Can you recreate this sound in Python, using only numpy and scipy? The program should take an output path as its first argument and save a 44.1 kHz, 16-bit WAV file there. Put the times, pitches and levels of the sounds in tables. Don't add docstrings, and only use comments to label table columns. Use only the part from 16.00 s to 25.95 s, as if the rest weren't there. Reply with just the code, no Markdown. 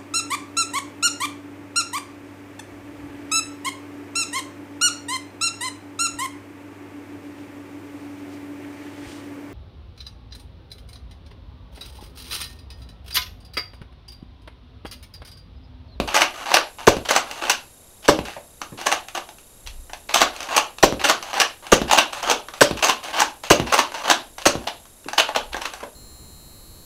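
import sys
import numpy as np
from scipy import signal
from scipy.fft import rfft, irfft, next_fast_len
from scipy.io import wavfile
from scipy.ndimage import uniform_filter1d, map_coordinates

SR = 44100
rng = np.random.default_rng(int(sys.argv[2]) if len(sys.argv) > 2 else 0)


def invert_db(x):
    u = np.asarray(x, float) / 20
    return 10 ** u


def pcm_store(signal):
    levels = np.round(np.clip(np.atleast_2d(signal), -1, 1) * 32767)
    wavfile.write(sys.argv[1], SR, levels.astype(np.int16).T)


N = 438794

# freq_hz, density_db
HISS = [(25, 7), (74, 4.5), (176, -2.5), (600, -4), (1000, -9.5), (2000, -16), (4000, -15.5), (5500, -15.5),
        (7000, -10), (9000, -15), (11200, -5), (12500, -15.5), (14500, -21.5), (16000, -22)]
HISS_DB = -49.5
# freq_hz, level_db
STEADY_TONES = [(9523.5, -69), (9561, -67), (9597, -76)]
# freq_hz, level_db
FRAME_WHINE = [(3776, -61), (7550, -57), (11280, -60.5)]
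FRAMES_PER_S, FIRST_FRAME_S = 30.025, .0111
# start_s, level_db, t60_s
JOLTS = [(.001, -44, 1.2), (3.672, -37, 1.3), (4.2, -44, 1.2), (6.25, -48, 0.69), (7.2, -56, .6),
         (8.3, -53, 1.1), (9.42, -41, 1.5)]
JOLT_RISE_S = .04
# freq_hz, t60_s
ROOM = [(100, 0.16), (300, 0.39), (600, 0.3), (1400, 0.25), (3700, 0.28), (9700, 0.16)]
SWAY_S, SWAY_SMOOTH_S = .00012, .004
EDGE_HZ = 15700

# freq_hz, width_hz, level_db
BODY = [(339.6, 44, -3), (620, 250, -39.5), (843, 260, 7.5), (1124, 170, 1.5), (1487, 205, 0.5)]
# freq_hz, width_hz, level_db
PANELS = [(1940, 5200, -12), (2875, 260, 5), (3260, 1610, 8), (4120, 780, -1)]
# freq_hz, width_hz, level_db
EDGES = [(5000, 620, -6), (6117, 490, 7), (7000, 650, -5), (8050, 190, -3.5), (10280, 1300, -5.5),
         (11800, 1800, -29.5), (14500, 2000, -27)]
# freq_hz, width_hz, level_db
TUBE = [(327, 21, -6.5), (490, 45, -11.5), (567, 48, 4), (745, 98, -8)]

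# start_s, level_db, snap_db
DARTS = [(0.0, -9, -11.5), (0.967, -12, -11.5), (2.189, -11.5, -14), (4.924, -9.5, -23),
         (5.816, -7.5, -12.5), (6.71, -9, -13), (7.598, -6.5, -13), (8.553, -12.5, -18)]
# start_s, level_db, pitch_hz
DROPS = [(2.364, -20.5, 700), (2.721, -21.5, 330), (9.058, -23.5, 330), (9.362, -19.5, 540),
         (9.828, -17.5, 720)]

# start_s, length_s, first_db, last_db, body_db
RUBS = [(.785, 0.069, -36, -44, 3.5), (2.024, 0.04, -44, -30, -4), (2.25, 0.12, -33, -48, 0),
        (3.15, 0.039, -30, -30, 4), (3.661, 0.03, -36, -48, -7), (5.625, 0.096, -42, -46, 6),
        (7.434, 0.054, -30.5, -37, -4), (8.39, 0.036, -48, -29.5, -5), (8.67, 0.022, -26, -30.5, 3),
        (9.179, 0.029, -11.5, -10, -2), (9.266, 0.045, -41, -48, 3), (9.519, .076, -45, -45, 8),
        (9.609, 0.058, -38, -32, 0), (9.721, 0.13, -47, -50.5, 7.5), (8.565, 0.082, -50, -48, 5),
        (6.538, 0.055, -38, -40, -2)]
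RUB_EDGE_DB = -9.5
# slack_s, bite_s, slack_db, pull_db
PULLS = [(.08, .149, -27, -15), (1.049, 1.087, -29.5, -18), (2.775, 2.859, -34, -28.5),
         (4.089, 4.14, -29, -15), (4.995, 5.038, -28, -15), (5.878, 5.911, -27, -14.5),
         (6.768, 6.824, -32.5, -15.5), (7.664, 7.729, -26, -18)]
# catch_s, catch_db, stop_s, stop_db
STOPS = [(.167, -18.5, .2195, -11), (1.1112, -19, 1.1635, -10), (2.87, -19, 2.9255, -14.5),
         (4.161, -22.5, 4.2171, -9), (5.053, -22.5, 5.098, -9), (5.9339, -17, 5.9873, -8.5),
         (6.8461, -18, 6.8967, -12), (7.7438, -18, 7.7916, -10)]
# slide_s, feed_s, slide_db, feed_end_db
PUSHES = [(0.338, .457, -39.5, -28), (1.259, 1.414, -41.5, -30), (4.331, 4.487, -42, -25),
          (5.229, 5.331, -39.5, -24.5), (6.126, 6.223, -32.5, -26), (7.029, 7.129, -35.5, -19),
          (7.942, 8.036, -31.5, -22.5)]
# jam_s, jam_db, lock_s, lock_db
LOCKS = [(.54, -11, 0.57, -11), (1.496, -11, 1.454, -28), (4.564, -10.5, 4.5795, -12.5),
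         (5.4, -10.5, 5.4174, -12.5), (6.298, -13.5, 6.3144, -11), (7.195, -15.5, 7.2203, -14),
         (8.1, -9.5, 8.1135, -12.5)]
# body_db, edge_db
SLACK, PULL, SLIDE, FEED, JAM = (0.98, -12), (0.97, -4.5), (4, -7), (5, -10), (0, -0.49)
SLACK_GAP_S, SLACK_FADE_DB, PULL_FADE_DB = 0.006, -5.5, -10.5
SLIDE_GAP_S, SLIDE_END_DB, FEED_START_DB, JAM_S, JAM_FADE_DB = .012, -35, -30, 0.026, -14
RAM, RAM_LEAD_S, RAM_AFTER_S, RAM_DB, RAM_FADE_DB = (3.5, -4.5), .0118, .018, -5.5, -8

# start_s, blow_db, body_db
TICKS = [(0.0768, -27.5, 6), (0.4112, -42, 14), (1.056, -32, 0), (1.3128, -25, 1), (1.423, -35, 16.5),
         (2.2545, -30, -7), (2.284, -38, 13), (2.6172, -24.5, 4.5), (2.8137, -26.5, 0), (3.085, -30, -2.5),
         (3.1756, -28, 7), (3.29, -35.5, 1.5), (3.6733, -28, -29), (3.8975, -42, 12.5), (3.9339, -29.5, 6),
         (4.3637, -30, -20), (4.406, -26.5, 3.5), (4.43, -26.5, -22), (5.227, -26, -3), (5.2841, -46, 3.5),
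         (6.1315, -26.5, -4), (6.773, -29, -5), (6.7919, -28, 4), (7.085, -34, 9), (9.086, -26, 2),
         (9.1331, -24, 3.5), (9.5455, -33.5, 18), (9.5672, -28.5, 9.5), (9.6182, -23, -0.5),
         (9.7368, -28, 1)]
# start_s, blow_db, body_db
MORE_TICKS = [(4.7852, -30.5, -2), (5.6679, -31, 2.5), (6.486, -35, 9.5), (6.538, -33.5, 5), (7.437, -29, 3.5),
              (8.3835, -28, 3.5), (8.642, -42, 8), (9.8061, -42, 14), (3.385, -42.5, -14), (7.92, -31.5, 4),
              (8.855, -47, 9), (9.045, -43, 0)]
TICK_EDGE_DB, TICK_RISE_S = -4.5, 0.0017
# start_s, blow_db, body_db, edge_db
KNOCKS = [(.1452, -21, 11.5, 3), (4.143, -21, -1, 6), (.518, -28.5, 17.5, -2), (3.1519, -27.5, 3.5, 0.5),
          (4.539, -35, -1.5, -10), (5.0151, -24, 2, -14), (5.3416, -32, 13.5, 4), (5.3804, -27.5, 9.5, -4),
          (5.8985, -23.5, 4, -18), (6.23, -33, 13, 6.5), (6.2766, -29, 10.5, -3), (7.041, -41, -0.5, 10.5),
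          (6.887, -19.5, 6, 0.5), (7.1429, -34, -4, -5), (7.2044, -18.5, 10, 5.5), (7.7258, -23, 15.5, 5),
          (8.0816, -24.5, 8, -3), (8.6756, -20.5, 0.5, -29), (9.1823, -12.5, -2.5, -8),
          (9.2906, -29, 10, -9), (9.3511, -23, 6, -27), (9.3624, -12.5, 3.5, -11),
          (9.5327, -23.5, -12, -26), (9.6566, -22, 6, -8), (9.8369, -36, 8, -19)]
KNOCK_RISE_S = .004
# body_db, edge_db, rise_s
CATCH, STOP, LOCK = (9.1, 1, 0.0097), (4.8, -5.5, 0.0024), (5.6, -8, 0.0054)
DIE_S, CHATTER_DB, CHATTER_S = .016, -12.5, 0.094

# start_s, level_db, first_hz, crack_db, tube_db
SLAMS = [(.875, 3, 788, -13.5, -16.5), (2.086, -1.3, 730, -14, -15), (4.8328, 0, 906, -12, -16.5),
         (5.724, 1, 918, -11, -17.5), (6.614, 1.5, 903, -10, -19.5), (7.507, -1, 618, -10, -15.5),
         (8.461, -6, 711, -11, -22.5)]
LANDED_HZ = 299.4
PUFF_HZ, PUFF_DB, PUFF_S = 130.4, -16, .012


def evened(x):
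    return x / np.sqrt(np.mean(x ** 2) + 1e-20)


def read(points, hz):
    f, value = np.transpose(points)
    return np.interp(np.log(hz + 1), np.log(f + 1), value)


def add(mix, s, sound):
    part = mix[max(round(s * SR), 0):][:len(sound)]
    part += sound[:len(part)]


def coloured(points):
    size = next_fast_len(N)
    spectrum = rfft(rng.standard_normal(size))
    gain = invert_db(read(points, np.fft.rfftfreq(size, 1 / SR)))
    return evened(irfft(spectrum * gain, size)[:N])


def electronics():
    t = np.arange(N) / SR
    hiss = invert_db(HISS_DB) * coloured(HISS)
    tones = sum(invert_db(db + 5.5) * np.sin(2 * np.pi * hz * t) for hz, db in STEADY_TONES)
    frame_cycle = np.cos(2 * np.pi * FRAMES_PER_S * (t - FIRST_FRAME_S))
    busy = np.clip(3.5 * (frame_cycle - .35), 0, 1)
    drift = 1 + .0012 * evened(uniform_filter1d(rng.standard_normal(N), 900))
    clock = np.cumsum(drift) / SR
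    whine = sum(invert_db(db + 3) * np.sin(2 * np.pi * hz * clock) for hz, db in FRAME_WHINE)
    return hiss + tones + busy * whine


def stand_wobble():
    t, level = np.arange(N) / SR, np.zeros(N)
    for s, db, t60 in JOLTS:
        rise = np.clip(1 + (t - s) / JOLT_RISE_S, 0, 1)
        level += rise * invert_db(db - 60 * np.maximum(t - s, 0) / t60)
    return level * coloured([(8, -35.0), (22, 9), (42, -2.5), (62, 4.5), (85, -12.5), (130, -39.5), (300, -105)])


def room(x):
    out, at = np.zeros(N), np.arange(180, SR // 2 - 20, 20)
    for k in range(3):
        taps = np.zeros(SR // 2)
        taps[at + rng.integers(0, 20, len(at))] = rng.choice([-1., 1.], len(at))
        hz, t, z = signal.stft(taps, SR, nperseg=256)
        decay = invert_db(-60 * t / read(ROOM, hz)[:, None])
        tail = signal.istft(z * decay, SR, nperseg=256)[1]
        share = np.sqrt(2 / 3) * np.cos(np.pi * (23 * np.arange(N) / SR + k / 3))
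        out += signal.oaconvolve(x * share, tail / np.linalg.norm(tail))[:N]
    return out


def swaying(echoes):
    width = round(SWAY_SMOOTH_S * SR)
    drift = uniform_filter1d(uniform_filter1d(rng.standard_normal(N), width), width)
    return map_coordinates(echoes, [np.arange(N) + SWAY_S * SR * evened(drift)])


def ring(modes, spread=0., seconds=.025):
    t = np.arange(0, seconds, 1 / SR)
    hz, width, db = np.transpose(modes)[:, :, None]
    shift, weight = rng.standard_normal((2, len(hz), 1)) * spread
    level = invert_db(db + 35 * weight) * np.sqrt(width)
    waves = level * np.exp(-np.pi * width * t) * np.sin(2 * np.pi * hz * (1 + shift) * t)
    out = waves.sum(0)
    return out / np.linalg.norm(out)


def grit(shape, spread_db):
    size_db = spread_db * np.minimum(rng.exponential(1, shape[-1]), 4)
    return evened(rng.standard_normal(shape) * invert_db(size_db))


def shell(contact_db, body_db, edge_db, grit_db):
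    contacts = grit((3, SR // 5), grit_db)[:, :len(contact_db)]
    drive = invert_db(contact_db) * contacts * invert_db(np.array([[body_db], [0], [edge_db]]))
    return sum(signal.oaconvolve(d, ring(modes, 0.041)) for d, modes in zip(drive, (BODY, PANELS, EDGES)))


def dropped_darts():
    t, out = np.arange(SR // 10) / SR, np.zeros(N)
    for s, db, hz in DROPS:
        tumble = rng.standard_normal(len(t)) * invert_db(db - 60 * t / .07) * np.minimum(t / .003, 1)
        tumble = uniform_filter1d(tumble, SR // (2 * hz))
        thump = signal.oaconvolve(tumble, ring([(hz, 330, 0), (1.7 * hz, 1100, -7)]))
        add(out, s, np.diff(thump) * SR / (2 * np.pi * hz))
    return out


def dart_hits():
    t, out = np.arange(SR // 10) / SR, np.zeros(N)
    push = np.sin(2 * np.pi * 1.72 * np.sqrt(125 * t)) * np.exp(-t / 0.0025)
    swing = np.sin(2 * np.pi * 95 * t) * np.exp(-t / .007)
    hum = np.sin(2 * np.pi * 62 * t) * np.exp(-t / 0.16)
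    rebound = uniform_filter1d(push, 30) + 0.43 * swing
    for s, db, snap_db in DARTS:
        burst = rng.standard_normal(len(t)) * np.exp(-t / 0.0052)
        snap = signal.oaconvolve(burst, ring(BODY + PANELS))[:len(t)]
        add(out, s + .0007, invert_db(db) * (push + invert_db(snap_db) * snap + 0.13 * swing + 0.035 * hum))
        add(out, s + .019, invert_db(db - 14.5) * rebound)
    return out


def stages():
    for start, length, first_db, last_db, body_db in RUBS:
        yield start, start + length, first_db, last_db, body_db, RUB_EDGE_DB
    for (slack, bite, slack_db, pull_db), (*_, stop, stop_db) in zip(PULLS, STOPS):
        ram, ram_db = stop - RAM_LEAD_S, stop_db + RAM_DB
        yield slack, bite - SLACK_GAP_S, slack_db, slack_db + SLACK_FADE_DB, *SLACK
        yield bite, ram, pull_db, pull_db + PULL_FADE_DB, *PULL
        yield ram, stop + RAM_AFTER_S, ram_db, ram_db + RAM_FADE_DB, *RAM
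    for (slide, feed, slide_db, feed_db), (jam, jam_db, *_) in zip(PUSHES, LOCKS):
        yield slide, feed - SLIDE_GAP_S, slide_db, SLIDE_END_DB, *SLIDE
        yield feed, jam, FEED_START_DB, feed_db, *FEED
        yield jam, jam + JAM_S, jam_db, jam_db + JAM_FADE_DB, *JAM


def strokes():
    out = np.zeros(N)
    for start, end, first_db, last_db, body_db, edge_db in stages():
        clumps_db = 3.0 * evened(uniform_filter1d(rng.standard_normal(SR // 5), 150))
        contour_db = np.linspace(first_db, last_db, round((end - start) * SR)) - 5.0
        add(out, start, shell(contour_db + clumps_db[:len(contour_db)], body_db, edge_db, 3.3))
    return out


def knocks():
    out, t = np.zeros(N), np.arange(-.03, .04, 1 / SR)
    blows = [(*row[:2], *CATCH) for row in STOPS]
    blows += [(*row[2:], *STOP) for row in STOPS]
    blows += [(*row[2:], *LOCK) for row in LOCKS]
    blows += [(*row, KNOCK_RISE_S) for row in KNOCKS]
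    blows += [(*row, TICK_EDGE_DB, TICK_RISE_S) for row in TICKS + MORE_TICKS]
    decay_db = np.maximum(-60 * t / DIE_S, CHATTER_DB - 60 * t / CHATTER_S)
    for s, blow_db, body_db, edge_db, rise in blows:
        swell_db = 18 * t / np.clip(rise, .0005, .02)
        contour_db = blow_db + 1.0 + np.where(t < 0, swell_db, decay_db)
        add(out, s + t[0], shell(contour_db, body_db, edge_db, 1.9))
    return out


def release_cracks():
    out, t = np.zeros(N), np.arange(0, .03, 1 / SR)
    bounce_s = [0, .0012, .005, .007, .013, .0165, .03]
    bounce_db = np.interp(t, bounce_s, [-6.5, -4.5, -9.5, -3.5, -7.5, -3.5, -24])
    for s, *_, crack_db, _ in SLAMS:
        add(out, s - .0058, shell(crack_db + bounce_db, 0.63, -0.04, 0.91))
    return out


def plunger():
    out, t = np.zeros(N), np.arange(SR // 4) / SR
    u = np.arange(0, 1, 1 / (0.01288 * SR))
    fade = signal.windows.tukey(len(u), .3) * (1 - 0.62 * u)
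    puff = invert_db(PUFF_DB) * np.sin(2 * np.pi * PUFF_HZ * t) * np.exp(-t / PUFF_S)
    for s, db, first_hz, _, tube_db in SLAMS:
        flutter = 1 + 0.24 * evened(uniform_filter1d(rng.standard_normal(SR // 20), 60))[:len(u)]
        pitch_hz = LANDED_HZ + (first_hz - LANDED_HZ) * np.exp(-u / 0.273)
        phase = 2 * np.pi * np.cumsum(pitch_hz * flutter) / SR
        overtones = 0.76 * np.sin(2.7 * phase) + 0.13 * np.sin(2.5 * phase)
        add(out, s - .0006, invert_db(db) * (np.sin(phase) + overtones) * fade)
        add(out, s, invert_db(db) * puff)
        shudder = rng.standard_normal(len(t)) * invert_db(tube_db - 60 * t / 0.31)
        add(out, s + 0.00812, signal.oaconvolve(shudder, ring(TUBE, 0.018, seconds=0.065)))
    return out


def scene():
    background = electronics() + stand_wobble()
    thuds = dropped_darts() + dart_hits()
    thin = signal.butter(2, 520, "highpass", fs=SR, output="sos")
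    parts = signal.sosfilt(thin, strokes() + knocks() + release_cracks())
    slams = plunger()
    echoes = room(invert_db(-6) * parts + invert_db(-17.0) * slams + invert_db(-5.5) * thuds)
    return (background + swaying(echoes) + invert_db(1.0) * thuds + parts + slams)[None]


def top_cut(x):
    return signal.sosfilt(signal.butter(12, 16470, fs=SR, output="sos"), x)


def record(dry):
    clipped = np.clip(dry, -1, 1)
    lowpass = signal.firwin(511, EDGE_HZ, window=("kaiser", 7), fs=SR)
    limited = signal.oaconvolve(clipped, lowpass[None], "same")
    return top_cut(np.clip(limited, -1, 1))


dry = scene()
out = record(dry)
pcm_store(out)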